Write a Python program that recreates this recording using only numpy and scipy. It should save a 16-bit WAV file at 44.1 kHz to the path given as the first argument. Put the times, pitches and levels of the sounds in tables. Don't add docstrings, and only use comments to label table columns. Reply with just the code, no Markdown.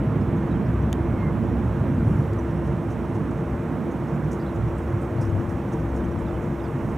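import sys
import numpy as np
from scipy import signal
from scipy.fft import rfft, irfft, next_fast_len
from scipy.io import wavfile
from scipy.ndimage import uniform_filter1d, map_coordinates

SR = 44100
rng = np.random.default_rng(int(sys.argv[2]) if len(sys.argv) > 2 else 0)


def boost_factor(decibels):
    exponent = np.asarray(decibels, float) / 20
    return 10 ** exponent


def pcm_store(signal):
    levels = np.round(np.clip(np.atleast_2d(signal), -1, 1) * 32767)
    wavfile.write(sys.argv[1], SR, levels.astype(np.int16).T)


N = 307377
T = np.arange(N) / SR


def unit(x):
    return x / np.sqrt(np.mean(x ** 2) + 1e-20)


def curves(rows):
    s, *columns = np.transpose(rows)
    return [np.interp(T, s, column) for column in columns]


def along(points, hz):
    f, v = np.transpose(points)
    return np.interp(np.log(hz + 1), np.log(f + 1), v)


def bump(centre_s, half_s):
    return np.exp(-((T - centre_s) / half_s) ** 2)


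def wobble(rate):
    knots = rng.standard_normal(int(N * rate / SR) + 4)
    return map_coordinates(knots, [T * rate])


def placed(x, pan_db):
    return np.array([x * boost_factor(pan_db / 2), x * boost_factor(-pan_db / 2)])


def rush(spectrum, apart_db, patchy_db, lean=((1, 0),)):
    z = signal.stft(rng.standard_normal((2, N)), nperseg=512)[2]
    field = uniform_filter1d(rng.standard_normal(z.shape[1:]), size=6, axis=0)
    field = uniform_filter1d(field, size=12, axis=1)
    mid, side = signal.istft(z * boost_factor(patchy_db * unit(field)), nperseg=512)[1][:, :N]
    side = boost_factor(apart_db) * side
    m = next_fast_len(N + 8192)
    hz = np.fft.rfftfreq(m, 1 / SR)
    pair = rfft([mid + side, mid - side], m)
    colour = placed(boost_factor(along(spectrum, hz)), along(lean, hz))
    return unit(irfft(pair * colour, m)[:, :N])


def tones(lines, sway_db, turns=None):
    turns = rng.random(len(lines)) if turns is None else turns
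    out = 0
    for (hz, db), turn in zip(lines, turns):
        level = np.sqrt(2) * boost_factor(db + sway_db * wobble(1.984))
        out = out + level * np.sin(2 * np.pi * (hz * T + turn))
    return out


MESH_HZ, SHAFT_HZ, FIRING_HZ = 112.47, 4.265, 64.36
# multiple of the mesh rate, shaft sideband number, level in dB.
GEAR = [(3, -1, -51), (3, 0, -38), (3, 1, -52), (3, 2, -45), (3, 3, -46.5), (3, 4, -54), (4, -1, -58),
        (4, 0, -46.5), (4, 1, -57), (4, 2, -50), (4, 4, -62)]
# pitch in Hz, level in dB.
TONES = [(FIRING_HZ, -40), (3 * FIRING_HZ, -46), (335.97, -53), (344.47, -51), (348.76, -55),
         (352.96, -48.5), (791.56, -60), (912.55, -60)]


def engine():
    hardest_s = .126
    against, against_turn = [(3, 1), (3, 4)], .4
    pair_turn = -.33
    gear = [(k * MESH_HZ + side * SHAFT_HZ, db) for k, side, db in GEAR]
    locked = [-side * SHAFT_HZ * hardest_s + against_turn * ((k, side) in against) for k, side, db in GEAR]
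    hum = tones(gear, sway_db=1.3, turns=locked)
    hum = hum + tones(TONES, sway_db=2.5, turns=[pair_turn] * len(TONES))
    return placed(boost_factor(0.5) * hum, 2.4)


def jitter(count):
    from_s, to_s, level_db, ring_hz = 2.3, 6.7, -60, 6300
    when, size, pitch = rng.random((count, 3)).T
    start_s = from_s + (to_s - from_s) * when ** .7
    return np.transpose([start_s, level_db + 6.5 * (size - .5), ring_hz * (.85 + .45 * pitch ** 2)])


# start in seconds, peak in dB, ring in Hz.
THROWS = [(.205, -59, 5400), (2.657, -55, 6200), (2.901, -51, 6200), (3.142, -52, 5800), (3.37, -58, 5960),
          (4.08, -56, 5800), (4.31, -45, 6300), (4.545, -55, 6800), (4.774, -52, 8200), (5.011, -52, 8400),
          (5.207, -45, 5500), (5.245, -52, 5800), (5.487, -51.5, 5960), (5.719, -49.5, 6200),
          (5.953, -49.5, 6160), (6.185, -54.5, 7500), (6.419, -52, 6300), (6.885, -58, 6500)]
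# start in seconds, peak in dB, ring in Hz.
PINGS = [(.364, -56, 6450), (.82, -58, 5970), (2.385, -50, 5950), (2.505, -61, 5800), (3.04, -60, 5840),
         (3.91, -53, 6500), (4.148, -58, 7300), (4.675, -61, 5750), (4.875, -59, 5700), (5.39, -58, 5900),
         (5.57, -61, 6000), (5.8, -60, 5800), (5.85, -59, 7000), (5.9, -61, 6000), (6.043, -54, 6000),
         (6.11, -58, 5770)]
# start in seconds, peak in dB, ring in Hz.
TAPS = [
    (2.331, -48, 5200),
    (3.093, -58, 6000),
    (3.31, -54, 7500),
    (4.243, -56, 5500),
    (4.321, -49, 7200),
    (4.328, -45, 6000),
    (4.337, -49, 6800),
    (5.211, -48, 5500),
    (5.294, -52, 6100),
]
# start in seconds, peak in dB,
# ring in Hz.
BUZZ = [
    (2.02, -62, 10500),
]


def rattle():
    # rows, length in seconds, broad share 0-1, width of the ring in Hz
    kinds = ((THROWS, 0.031, 0.58, 780), (PINGS, 0.017, 0.14, 350), (TAPS, 0.0065, .8, 700),
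             (BUZZ, .2, .4, 700), (jitter(count=70), 0.0065, 0.14, 350))
    out, t = np.zeros(N + SR), T[:SR // 3]
    hz = np.fft.rfftfreq(len(t), 1 / SR)
    broad = 1 / (1 + (5100 / (hz + 1)) ** 8) / (1 + (hz / 9800) ** 5)
    for rows, length_s, share, width_hz in kinds:
        u = t / (0.33 * max(length_s, .003))
        shape = u * np.exp(1 - u) + .2 * (1 - np.exp(-u)) * np.exp(-u / 5)
        for s, db, ring_hz in rows:
            ring = .6 * np.exp(-((hz - ring_hz) / width_hz) ** 2)
            contacts = rng.standard_normal(len(t))
            grain = np.repeat(rng.standard_normal(len(t)), 90)[:len(t)]
            puff = unit(irfft(rfft(contacts * boost_factor(2.2 * grain)) * (ring + share * broad), len(t)))
            out[round(s * SR):][:len(t)] += boost_factor(db - 9) * puff * shape
    echo = boost_factor(-14) * np.roll(out, round(.0011 * SR))
    return np.array([out + echo, out - echo])[:, :N]


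# time in seconds, strength in dB, eddy size as lean to the bass in dB,
# left-right in dB.
BREEZE = [(0, -22, 1.5, -0.5), (.45, -24.5, -3, -2), (1, -23, 1.5, -1.5), (1.45, -23, 1, -2),
          (1.7, -23, 3, -1), (1.95, -20.5, -1, -0.5), (2.2, -20.5, -1, -1), (2.26, -26.5, 2.5, -1.5),
          (2.95, -29, -2, -2.5), (3.5, -26.5, -1, -0.5), (3.7, -29.5, -4.5, -1.5), (4.4, -29.5, -2, -1),
          (4.66, -26.5, 4.5, 0), (4.85, -28, 3.5, -3), (5.35, -27, 0.5, 4), (5.8, -27, 0, 1.5),
          (6.35, -28, 2.5, 3), (6.9, -28.5, -1.5, -0.5)]
# time in seconds, rise in dB.
SHAKE = [(.04, 11), (.41, 8), (1.13, 10), (2.05, 12), (3.65, 9), (4.7, 11), (5.3, 8), (5.5, 10), (5.75, 11),
         (6.02, 21), (6.32, 18), (6.88, 15)]
# pitch in Hz, level in dB per Hz.
THUD = [(30, -61), (48, -17), (58, -10), (66, -1.5), (85, -6.5), (105, -2), (125, -4.5), (150, -20.5),
        (300, -120)]
FLUTTER = [(60, -45), (110, -9.5), (128, -7), (140, -1), (158, -2), (175, -5), (215, -3.5), (250, -4.5),
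           (300, -11.5), (340, -15.5), (420, -32.5), (720, -120)]
DEEP = [(12, -52), (25, -17), (32, -11), (42, -3), (52, 0), (60, -12), (90, -120)]


def breeze():
    calm_db = -26
    eddy_db, eddies_per_s = 0.74, 9
    strength_db, size_db, pan_db = curves(BREEZE)
    over_db = strength_db - calm_db
    thud_db = -30.5 + 0.99 * over_db + size_db / 2 + eddy_db * wobble(eddies_per_s)
    flutter_db = -28.5 + 0.83 * over_db - size_db / 2 + eddy_db * wobble(eddies_per_s)
    deep_db = -53.5 + over_db + sum(db * bump(s, .11) for s, db in SHAKE)
    thud = boost_factor(thud_db) * rush(THUD, apart_db=-29.0, patchy_db=0.0)
    flutter = boost_factor(flutter_db) * rush(FLUTTER, apart_db=-22.0, patchy_db=-0.46)
    flutter = flutter * boost_factor([[-.6], [.6]])
    deep = boost_factor(deep_db) * rush(DEEP, apart_db=-22, patchy_db=2.0)
    return (thud + flutter) * placed(1, pan_db + 1.5 * wobble(6.7)) + deep


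# centre in seconds,
# half length in seconds, start pitch in Hz, end pitch in Hz, level in dB.
MOANS = [(0.462, 0.17, 161, 157, -29.5), (0.686, 0.07, 122, 121, -27), (.9, 0.28, 66, 66.4, -33),
         (1.27, 0.078, 158, 155.6, -29), (1.715, 0.075, 112, 112, -24), (2.09, 0.082, 106.3, 108.4, -22),
         (2.16, 0.065, 143, 139, -29), (2.326, 0.063, 109.6, 109, -27), (2.6, 0.31, 149.4, 152.5, -31.5),
         (2.866, 0.051, 105.5, 107, -29), (3.197, 0.14, 109.4, 108.3, -32),
         (3.452, 0.087, 140.6, 135.6, -30), (3.534, 0.073, 65.9, 67, -33), (3.978, 0.069, 136.7, 142, -36),
         (4.197, 0.16, 148.8, 152, -30), (4.664, 0.045, 64.6, 65.4, -28), (4.652, 0.058, 109.4, 109, -31),
         (4.97, 0.081, 140, 141, -30), (5.33, 0.23, 100.5, 99.1, -28.5), (5.7, 0.15, 190, 195.6, -41),
         (6.104, 0.24, 65.35, 64.8, -32.5), (6.345, 0.057, 98.7, 98.4, -30.5),
         (6.802, 0.17, 133.6, 145, -31), (.55, 0.088, 68.1, 66.5, -34), (1.927, .07, 139.8, 150, -26),
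         (4.3, .05, 105, 106, -34), (4.93, .05, 105, 103, -30), (5.624, .06, 66, 65, -29.5),
         (5.897, 0.14, 65.4, 64.7, -35), (6.36, .06, 70, 68, -32), (6.852, 0.04, 106, 104, -31),
         (6.945, 0.061, 67.94, 67, -33)]


def moans():
    waver = 1 + .035 * wobble(20)
    swing_db = 3.2 * wobble(30)
    out = 0
    for s, half_s, start_hz, end_hz, db in MOANS:
        hz = waver * np.interp(T, (s - half_s, s + half_s), (start_hz, end_hz))
        out = out + boost_factor(db) * bump(s, half_s) * np.sin(2 * np.pi * np.cumsum(hz) / SR)
    return placed(np.sqrt(2) * boost_factor(-1 + swing_db) * out, curves(BREEZE)[2])


# time in seconds, peak in dB, pitch in Hz.
PUFFS = [(.076, -15.5, 130), (.19, -19.5, 110), (0.361, -18, 151), (.389, -15.5, 180), (0.425, -16.5, 150),
         (1.243, -15.5, 157), (1.685, -17, 110), (1.816, -14.5, 129), (1.855, -17.5, 215),
         (1.985, -16, 226), (2.03, -13, 175), (2.078, -15, 130), (2.1, -16.5, 300), (2.116, -11.5, 190),
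         (2.14, -18.5, 240), (2.199, -10.5, 135), (2.59, -18.5, 159), (2.673, -16, 138),
         (2.739, -17.5, 170), (3.02, -20.5, 240), (3.26, -21, 230), (3.397, -22, 170), (3.428, -18.5, 139),
         (4.144, -23, 190), (4.674, -18.5, 150), (4.945, -17, 120), (5.21, -20, 140), (5.789, -19.5, 160),
         (6.387, -21.5, 141)]
PUFF_CYCLES = 1.06


def puffs():
    out = 0
    for (s, db, hz), turn in zip(PUFFS, rng.random(len(PUFFS))):
        swing = np.sin(2 * np.pi * (hz * (T - s) + turn))
        out = out + boost_factor(db - 0.1) * bump(s, PUFF_CYCLES / hz) * swing
    return placed(out, curves(BREEZE)[2])


def lull():
    swept = 0.55 * sum(bump(s, PUFF_CYCLES / hz) for s, db, hz in PUFFS)
    return 1 - np.clip(swept, 0, .9)


# time in seconds, rush in dB, left-right in dB.
WAKE = [
    (0, -37.5, -4.5),
    (1.75, -38, -4.5),
    (3, -38.5, -4),
    (4.75, -38.5, -4),
    (6.97, -38.5, -4),
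]
# pitch in Hz, left-right in dB.
LEAN = [(250, -8), (345, 5.5), (450, 1.5), (600, -1.5), (1200, -0.44), (3300, -1.3), (4200, 6.5)]
# pitch in Hz, level in dB per Hz.
RUSH = [(200, -120), (280, -2), (345, -1), (380, -3), (430, -5), (620, -5.5), (700, -9.5), (1000, -10.5),
        (1500, -17), (2100, -23.5), (3000, -33.5), (4000, -41.5), (4800, -49.5), (6000, -120)]
FIZZ = [(2500, -61), (4000, -23), (4800, -8), (5500, 0.5), (6500, -2), (7300, -3.5), (9000, -5),
        (12000, -8), (15700, -9.5), (17000, -15)]


def water():
    rush_db, pan_db = curves(WAKE)
    body = boost_factor(rush_db + 4.5) * rush(RUSH, apart_db=-28.0, patchy_db=0.6, lean=LEAN)
    body = body * placed(0.95, pan_db)
    spray_db = -64.5 + 0.15 * (T - T.mean()) + 0.5 * wobble(1.8)
    spray_db = spray_db + 2 * bump(2.16, 0.12)
    return body + boost_factor(spray_db) * rush(FIZZ, apart_db=-11.0, patchy_db=0.7)


# start in seconds, length in seconds, start pitch in Hz,
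# top pitch in Hz, end pitch in Hz.
CHIRPS = [
    (0.51, .022, 3700, 3900, 3500),
    (4.396, 0.036, 3500, 5000, 3400),
    (4.462, 0.033, 3620, 4100, 3680),
    (6.034, 0.014, 2900, 3110, 3250),
    (6.278, 0.022, 3420, 3540, 3450),
    (6.594, 0.015, 3930, 3680, 3350),
    (6.634, .026, 4750, 5000, 4600),
    (6.648, 0.013, 3270, 3470, 3630),
]
FAR_CHIRPS = [(.545, .027, 3150, 3150, 2800), (.21, .014, 5170, 5340, 5040),
              (0.653, 0.017, 4900, 5000, 4900), (.662, .012, 5600, 5500, 5400),
              (4.454, 0.015, 3300, 3450, 3350), (5.174, .018, 3960, 4300, 4000),
              (5.998, 0.016, 3400, 3660, 3550), (6.255, 0.015, 4200, 3950, 3700),
              (6.318, 0.016, 3450, 3500, 3450), (6.66, .012, 4500, 4330, 4100),
              (6.28, .01, 4850, 4950, 4900), (6.335, .025, 3000, 3030, 2950)]
# time in seconds, pitch in Hz, level in dB.
GULL = [
    (1.122, 2160, -66),
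    (1.132, 2180, -51),
    (1.155, 2240, -49.5),
    (1.18, 2175, -49.5),
    (1.205, 2130, -50),
    (1.235, 2110, -51),
    (1.265, 2090, -47),
    (1.292, 2070, -47.5),
    (1.303, 2060, -68),
]


def birds():
    out = np.zeros(N)
    calls = [(0, *row) for row in CHIRPS] + [(-3.5, *row) for row in FAR_CHIRPS]
    for far_db, s, length_s, start_hz, top_hz, end_hz in calls:
        u = np.linspace(0, 1, round(length_s * SR))
        arch = 1 - np.abs(2 * u - 1) ** 3
        hz = start_hz + (end_hz - start_hz) * u + arch * (top_hz - (start_hz + end_hz) / 2)
        db = far_db - 57 - 9 * np.log2(hz / 3500)
        db = db - 2 * (s > 5.5)
        chirp = np.abs(np.sin(np.pi * u)) ** 0.13 * np.sin(2 * np.pi * np.cumsum(hz) / SR)
        out[round(s * SR):][:len(u)] += boost_factor(db) * chirp
    out *= boost_factor(3.2 * wobble(350))
    hz, db = curves(GULL)
    calling = (T > GULL[0][0]) & (T < GULL[-1][0])
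    phase = 2 * np.pi * np.cumsum(hz) / SR
    overtone = boost_factor(-17) * bump(1.212, .02) * np.sin(2 * phase)
    out += calling * boost_factor(db + 1.5 + 1.8 * wobble(70)) * (np.sin(phase) + overtone)
    echo_t = T[:SR // 20]
    echoes = rng.standard_normal(len(echo_t)) * boost_factor(-60 * echo_t / 0.099)
    echoes = echoes / np.linalg.norm(echoes)
    return out + boost_factor(-6) * signal.fftconvolve(out, echoes)[:N]


# pitch in Hz, level in dB, decay by 60 dB in seconds.
SHELL = [(2100, -15, .008), (2700, -14, .012), (3150, -8, .02), (3500, -1, .006), (4700, -11, .005),
         (6000, -9, .006), (6750, 0, .006), (7200, -11, .011), (8600, -11, .003), (9700, -10, .004),
         (10900, -10, .004), (11800, -14, .003), (14800, -11, .003)]
# pitch in Hz, left-right in dB.
TICK_LEAN = [(3000, -7), (6000, 0), (15000, 2)]
# pitch in Hz, level in dB.
CLOCK = [(7775, -95), (7800, -85), (7825, -84), (7850, -96), (7875, -99)]
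LENS = [(13119.3, -93), (13235.4, -100), (13247.9, -81), (13260.4, -99)]
LENS_REST = (2.335, 3.465)


def camera():
    tick_s, tick_db = .92905, -27
    # start in seconds, level in dB, dulling in dB per kHz
    blows = ((tick_s, tick_db, 0), (tick_s + .0017, tick_db - 6, -1.1))
    tick = 0
    for start_s, blow_db, dull in blows:
        t = np.maximum(T - start_s, 0)
        for hz, db, t60 in SHELL:
            level = boost_factor(blow_db + db + dull * hz / 1000 - 60 * t / t60)
            tick = tick - placed(level * np.sin(2 * np.pi * hz * t), along(TICK_LEAN, hz))
    running = (T < LENS_REST[0]) | (T > LENS_REST[1])
    whine = tones(CLOCK, sway_db=.5) + boost_factor(1.2) * running * tones(LENS, sway_db=.8)
    return tick + whine


def scene():
    wind = lull() * (breeze() + moans()) + puffs()
    return engine() + rattle() + wind + water() + placed(birds(), -3.0) + camera()


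def band_limit(x):
    return signal.sosfilt(signal.butter(12, 15760, fs=SR, output="sos"), x)


def record(dry):
    in_band = np.fft.rfftfreq(N, 1 / SR) < 15760
    kept = irfft(rfft(dry) * in_band, N)
    return band_limit(kept)


dry = scene()
out = record(dry)
pcm_store(out)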